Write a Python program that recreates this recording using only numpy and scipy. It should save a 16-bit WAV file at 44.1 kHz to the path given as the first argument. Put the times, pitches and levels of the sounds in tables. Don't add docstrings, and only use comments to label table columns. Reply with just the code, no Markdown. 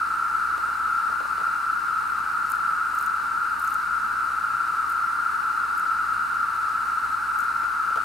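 import sys
import numpy as np
from scipy import signal
from scipy.fft import rfft, irfft, next_fast_len
from scipy.io import wavfile

SR = 44100
rng = np.random.default_rng(int(sys.argv[2]) if len(sys.argv) > 2 else 0)


def inscribe(sig):
    pcm = np.round(np.clip(np.atleast_2d(sig).T, -1, 1) * 32767)
    wavfile.write(sys.argv[1], SR, pcm.astype(np.int16))


N = 354563

# f/Hz, width of one pass/Hz, relative level/dB
SINGER_BODIES = [(855, 77, -22.5), (917.6, 97, -21), (1040, 198, -22), (1204.3, 139, -10.5),
                 (1303.6, 76, -2), (1365, 109.5, -1.5), (1405, 132, -6.5), (1525, 268, -18.5)]
# f/Hz, relative level per Hz/dB
HAZE_SPECTRUM = [(880, -35), (1500, -3), (1670, -20), (1780, -20), (2040, -18.5), (2210, -19.5),
                 (2780, -18.5), (3200, -30), (3570, -28), (3980, -22), (6360, -30.5), (9020, -27),
                 (10900, -33), (11900, -31.5), (16200, -48.5)]
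# f/Hz, side-to-mid level/dB
HAZE_SPREAD = [(1500, -14), (3000, -7.5), (6500, -11), (10000, -6), (11300, -4.5), (12000, -29)]
# f/Hz, relative level per Hz/dB
RUMBLE_SPECTRUM = [(20, -13), (55, -19), (63, -6), (110, -8), (142, -9), (175, -5), (320, -7), (365, -12),
                   (400, -10.5), (500, -10.5), (620, -18), (760, -10.5), (1100, -31)]
# f/Hz, side-to-mid level/dB
RUMBLE_SPREAD = [(40, -18), (150, -21), (250, -8.5), (310, -6), (370, 3.5), (420, -1), (510, 0), (570, 1),
                 (700, 3), (900, -34)]
# centre t/s, half length/s, level rise/dB
FAR_DRONE_SWELLS = [(2.3, .25, 11.5), (4.2, 0.87, 8), (7.0, 1, 10)]
# multiple of the fundamental, mid level/dB, side level/dB
MOTOR_OVERTONES = [(1, -59, -72.5), (2, -81, -83), (3, -74.5, -75), (4, -69.5, -82), (5, -68.5, -70),
                   (7, -78, -79), (9, -77.5, -84), (10, -80, -70), (11, -85, -73)]
# t/s, peak level of the shell modes/dB
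HOUSING_KNOCKS = [(0.575, -34), (0.65, -42), (0.685, -37), (0.793, -43), (1.096, -38), (1.119, -38),
                  (1.202, -31.5), (1.224, -42), (1.249, -37), (1.377, -35), (1.395, -36), (1.409, -35),
                  (1.429, -40), (1.471, -38), (7.632, -36), (7.86, -45), (7.879, -44), (7.902, -36),
                  (7.957, -28), (7.972, -30.5)]
# f/Hz, width/Hz, relative level/dB
SHELL_MODES = [(420, 127, -6.5), (620, 164, 2.5), (785, 410, -0.5)]
# f/Hz, width/Hz, relative level/dB
ROCKING_MODES = [(230, 120, -5), (360, 160, 3), (480, 120, 6)]
# t/s, membrane peak level/dB, low part relative to it/dB
WING_SLAPS = [(1.5279, -45, -13), (1.5609, -44, -12), (2.5, -33, -15), (2.5172, -28, -5),
              (2.5544, -42, -11), (2.9487, -35, -13), (2.9731, -42, -10), (2.9878, -33.5, 2),
              (3.0096, -37, -7), (3.025, -32, -13), (3.0414, -42, -10), (3.0609, -31.5, -5),
              (3.596, -31.5, -15), (3.622, -35, -18), (3.6441, -32, -10), (3.675, -34.5, 1),
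              (3.6904, -40, -15), (3.7054, -38, -10), (3.7214, -39, -11), (3.74, -33, -6),
              (4.8985, -34, -14), (4.9214, -36, -10), (5.7778, -36, -15), (5.7952, -33, -6),
              (7.3881, -34, -8), (7.405, -32, -6), (7.4405, -40, -10)]
# f/Hz, width/Hz, relative level/dB
MEMBRANE_MODES = [(11770, 500, 6), (13000, 1000, 1.5), (14700, 3200, -8), (9200, 2500, 0)]

CLICKS_PER_S = 9000
SONG_DB, SONG_SIDE_DB = -25.5, -7
SONG_SWELL_DB, SONG_DRIFT_HZ = 0.11, 0.35
SONG_PAN_DB, SONG_SWAY_DB = 1.7, 0.2
HAZE_DB, HAZE_PAN_DB = -42.5, 1.2
RUMBLE_DB, RUMBLE_PAN_DB = -53, -3
DRONE_DB, DRONE_HZ, DRONE_WIDTH_HZ = -73, 126.9, 3.8
HUM_HZ, HUM_PAN_DB, HUM_WAVER_DB = 66.36, 0, 1
KNOCK_RISE_S, KNOCK_T60_S = 0.001, 0.044
TAP_DB, TAP_HZ, TAP_WIDTH_HZ = -26, 3000, 4000
THUD_HZ, THUD_WIDTH_HZ = 150, 330
THUD_DB, THUD_FOLLOWS, USUAL_KNOCK_DB = -44.5, 0.7, -38.5
ROCK_DB = 0
RUSTLE_DB, RUSTLE_S = -20, 0.011
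WING_RISE_S, WING_T60_S, WING_GRIT_DB = 0.00054, 0.017, 3.5
WING_LOW_HZ, WING_LOW_WIDTH_HZ = 6560, 880
WING_SIDE_DB = -18
CUTOFF_HZ = 16450


def from_db(db):
    return 10 ** (np.asarray(db) / 20)


def rms_one(x):
    return x / np.sqrt(np.mean(x ** 2) + 1e-20)


def peak_one(x):
    return x / np.abs(x).max()


def drift(corner_hz):
    step = 40
    run_in = 2000
    pole = np.exp(-2 * np.pi * corner_hz * step / SR)
    noise = rng.standard_normal(N // step + 2 + run_in)
    slow = signal.lfilter([1], [1, -2 * pole, pole ** 2], noise)[run_in:]
    return np.interp(np.arange(N) / step, np.arange(len(slow)), rms_one(slow))


def resonate(x, hz, width_hz):
    radius = np.exp(-np.pi * width_hz / SR)
    zeros = np.array([1, 0, -1]) * (1 - radius ** 2) / 2
    poles = [1, -2 * radius * np.cos(2 * np.pi * hz / SR), radius ** 2]
    return signal.lfilter(zeros, poles, x)


def modes(x, table):
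    out = 0
    for k, (hz, width_hz, mode_db) in enumerate(table):
        out = out + (-1) ** k * from_db(mode_db) * resonate(x, hz, width_hz)
    return out


def stereo(mid, side, pan_db):
    left_right = np.array([[1], [-1]])
    return (mid + side * left_right) * from_db(pan_db / 2 * left_right)


def coloured(spectrum, spread):
    size = next_fast_len(N)
    log_hz = np.log(np.arange(size // 2 + 1) * SR / size + 1)
    spectrum, spread = np.array(spectrum), np.array(spread)
    mid_db = np.interp(log_hz, np.log(spectrum[:, 0]), spectrum[:, 1])
    side_db = mid_db + np.interp(log_hz, np.log(spread[:, 0]), spread[:, 1])
    white = rfft(rng.standard_normal((2, size)))
    noise = irfft(white * from_db([mid_db, side_db]), size)[:, :N]
    return noise / np.std(noise[0])


def burst(s, rise_s, t60_s, grit_db):
    t = np.arange(round(0.1 * SR)) / SR
    held = np.repeat(rng.standard_normal(len(t) // 30 + 1), 30)[:len(t)]
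    envelope = (1 - np.exp(-t / rise_s)) * from_db(-60 * t / t60_s)
    return round(s * SR), from_db(grit_db * held) * rng.standard_normal(len(t)) * envelope


def add(out, at, piece):
    out[:, at:at + piece.shape[1]] += piece[:, :N - at]


def chorus():
    song = 0
    for hz, width_hz, body_db in SINGER_BODIES:
        clicks = rng.standard_normal((2, N)) * (rng.random((2, N)) < CLICKS_PER_S / SR)
        rung = resonate(resonate(clicks, hz, width_hz), hz, width_hz)
        song = song + from_db(body_db) * rung
    level_db = SONG_DB + SONG_SWELL_DB * drift(SONG_DRIFT_HZ)
    mid, side = song / np.std(song[0]) * from_db(level_db)
    pan_db = SONG_PAN_DB + SONG_SWAY_DB * drift(SONG_DRIFT_HZ)
    return stereo(mid, from_db(SONG_SIDE_DB) * side, pan_db)


def haze():
    level_db = HAZE_DB + 0.25 * drift(15)
    mid, side = coloured(HAZE_SPECTRUM, HAZE_SPREAD) * from_db(level_db)
    return stereo(mid, side, HAZE_PAN_DB)


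def rumble():
    level_db = RUMBLE_DB + 0.17 * drift(3.1)
    mid, side = coloured(RUMBLE_SPECTRUM, RUMBLE_SPREAD) * from_db(level_db)
    return stereo(mid, side, RUMBLE_PAN_DB)


def drone():
    t = np.arange(N) / SR
    level_db = DRONE_DB
    for s, half_s, rise_db in FAR_DRONE_SWELLS:
        level_db = level_db + rise_db * np.exp(-((t - s) / half_s) ** 2)
    band = resonate(rng.standard_normal(N), DRONE_HZ, DRONE_WIDTH_HZ)
    band = resonate(band, DRONE_HZ, DRONE_WIDTH_HZ)
    return from_db(level_db) * rms_one(band)


def hum():
    turns = np.cumsum(HUM_HZ + 0.09 * drift(1.87)) / SR
    out = 0
    for multiple, mid_db, side_db in MOTOR_OVERTONES:
        tone = np.sqrt(2) * np.sin(2 * np.pi * (multiple * turns + rng.random()))
        tone = tone * from_db(np.sqrt(multiple) * HUM_WAVER_DB * drift(0.7))
        out = out + stereo(from_db(mid_db) * tone, from_db(side_db) * tone, HUM_PAN_DB)
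    return out


def knocks():
    out = np.zeros((2, N))
    for s, peak_db in HOUSING_KNOCKS:
        at, puff = burst(s, KNOCK_RISE_S, KNOCK_T60_S, 0)
        edge = puff * np.exp(-np.arange(len(puff)) / (0.0029 * SR))
        tap = from_db(TAP_DB) * peak_one(resonate(edge, TAP_HZ, TAP_WIDTH_HZ))
        shell = peak_one(modes(puff, SHELL_MODES)) + tap
        thud_db = THUD_DB + THUD_FOLLOWS * (peak_db - USUAL_KNOCK_DB)
        thud = from_db(thud_db) * peak_one(resonate(puff, THUD_HZ, THUD_WIDTH_HZ))
        _, rock = burst(s, KNOCK_RISE_S, KNOCK_T60_S, 0)
        side = from_db(peak_db + ROCK_DB) * peak_one(modes(rock, ROCKING_MODES))
        add(out, at, stereo(from_db(peak_db) * shell + thud, side, -1.0))
    return out


def rustle():
    t = np.arange(N) / SR
    swell = np.zeros(N)
    for s, peak_db, _ in WING_SLAPS:
        near = slice(round((s - 0.06) * SR), round((s + 0.06) * SR))
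        swell[near] += from_db(peak_db + RUSTLE_DB) * np.exp(-np.abs(t[near] - s) / RUSTLE_S)
    grains = rng.standard_normal(N) * (rng.random(N) < 1200 / SR)
    return swell * rms_one(modes(grains, MEMBRANE_MODES))


def wings():
    out = np.zeros((2, N))
    for s, peak_db, low_db in WING_SLAPS:
        at, puff = burst(s, WING_RISE_S, WING_T60_S, WING_GRIT_DB)
        slap = peak_one(modes(puff, MEMBRANE_MODES))
        low = from_db(low_db) * peak_one(resonate(puff, WING_LOW_HZ, WING_LOW_WIDTH_HZ))
        mid = from_db(peak_db) * (slap + low)
        side = from_db(peak_db + WING_SIDE_DB) * low
        add(out, at, stereo(mid, side, 0.3))
    return out


def scene():
    return chorus() + haze() + rumble() + drone() + hum() + knocks() + rustle() + wings()


def record(dry):
    low_pass = signal.ellip(12, 0.3, 80, CUTOFF_HZ, fs=SR, output="sos")
    return signal.sosfilt(low_pass, dry)


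dry = scene()
out = record(dry)
inscribe(out)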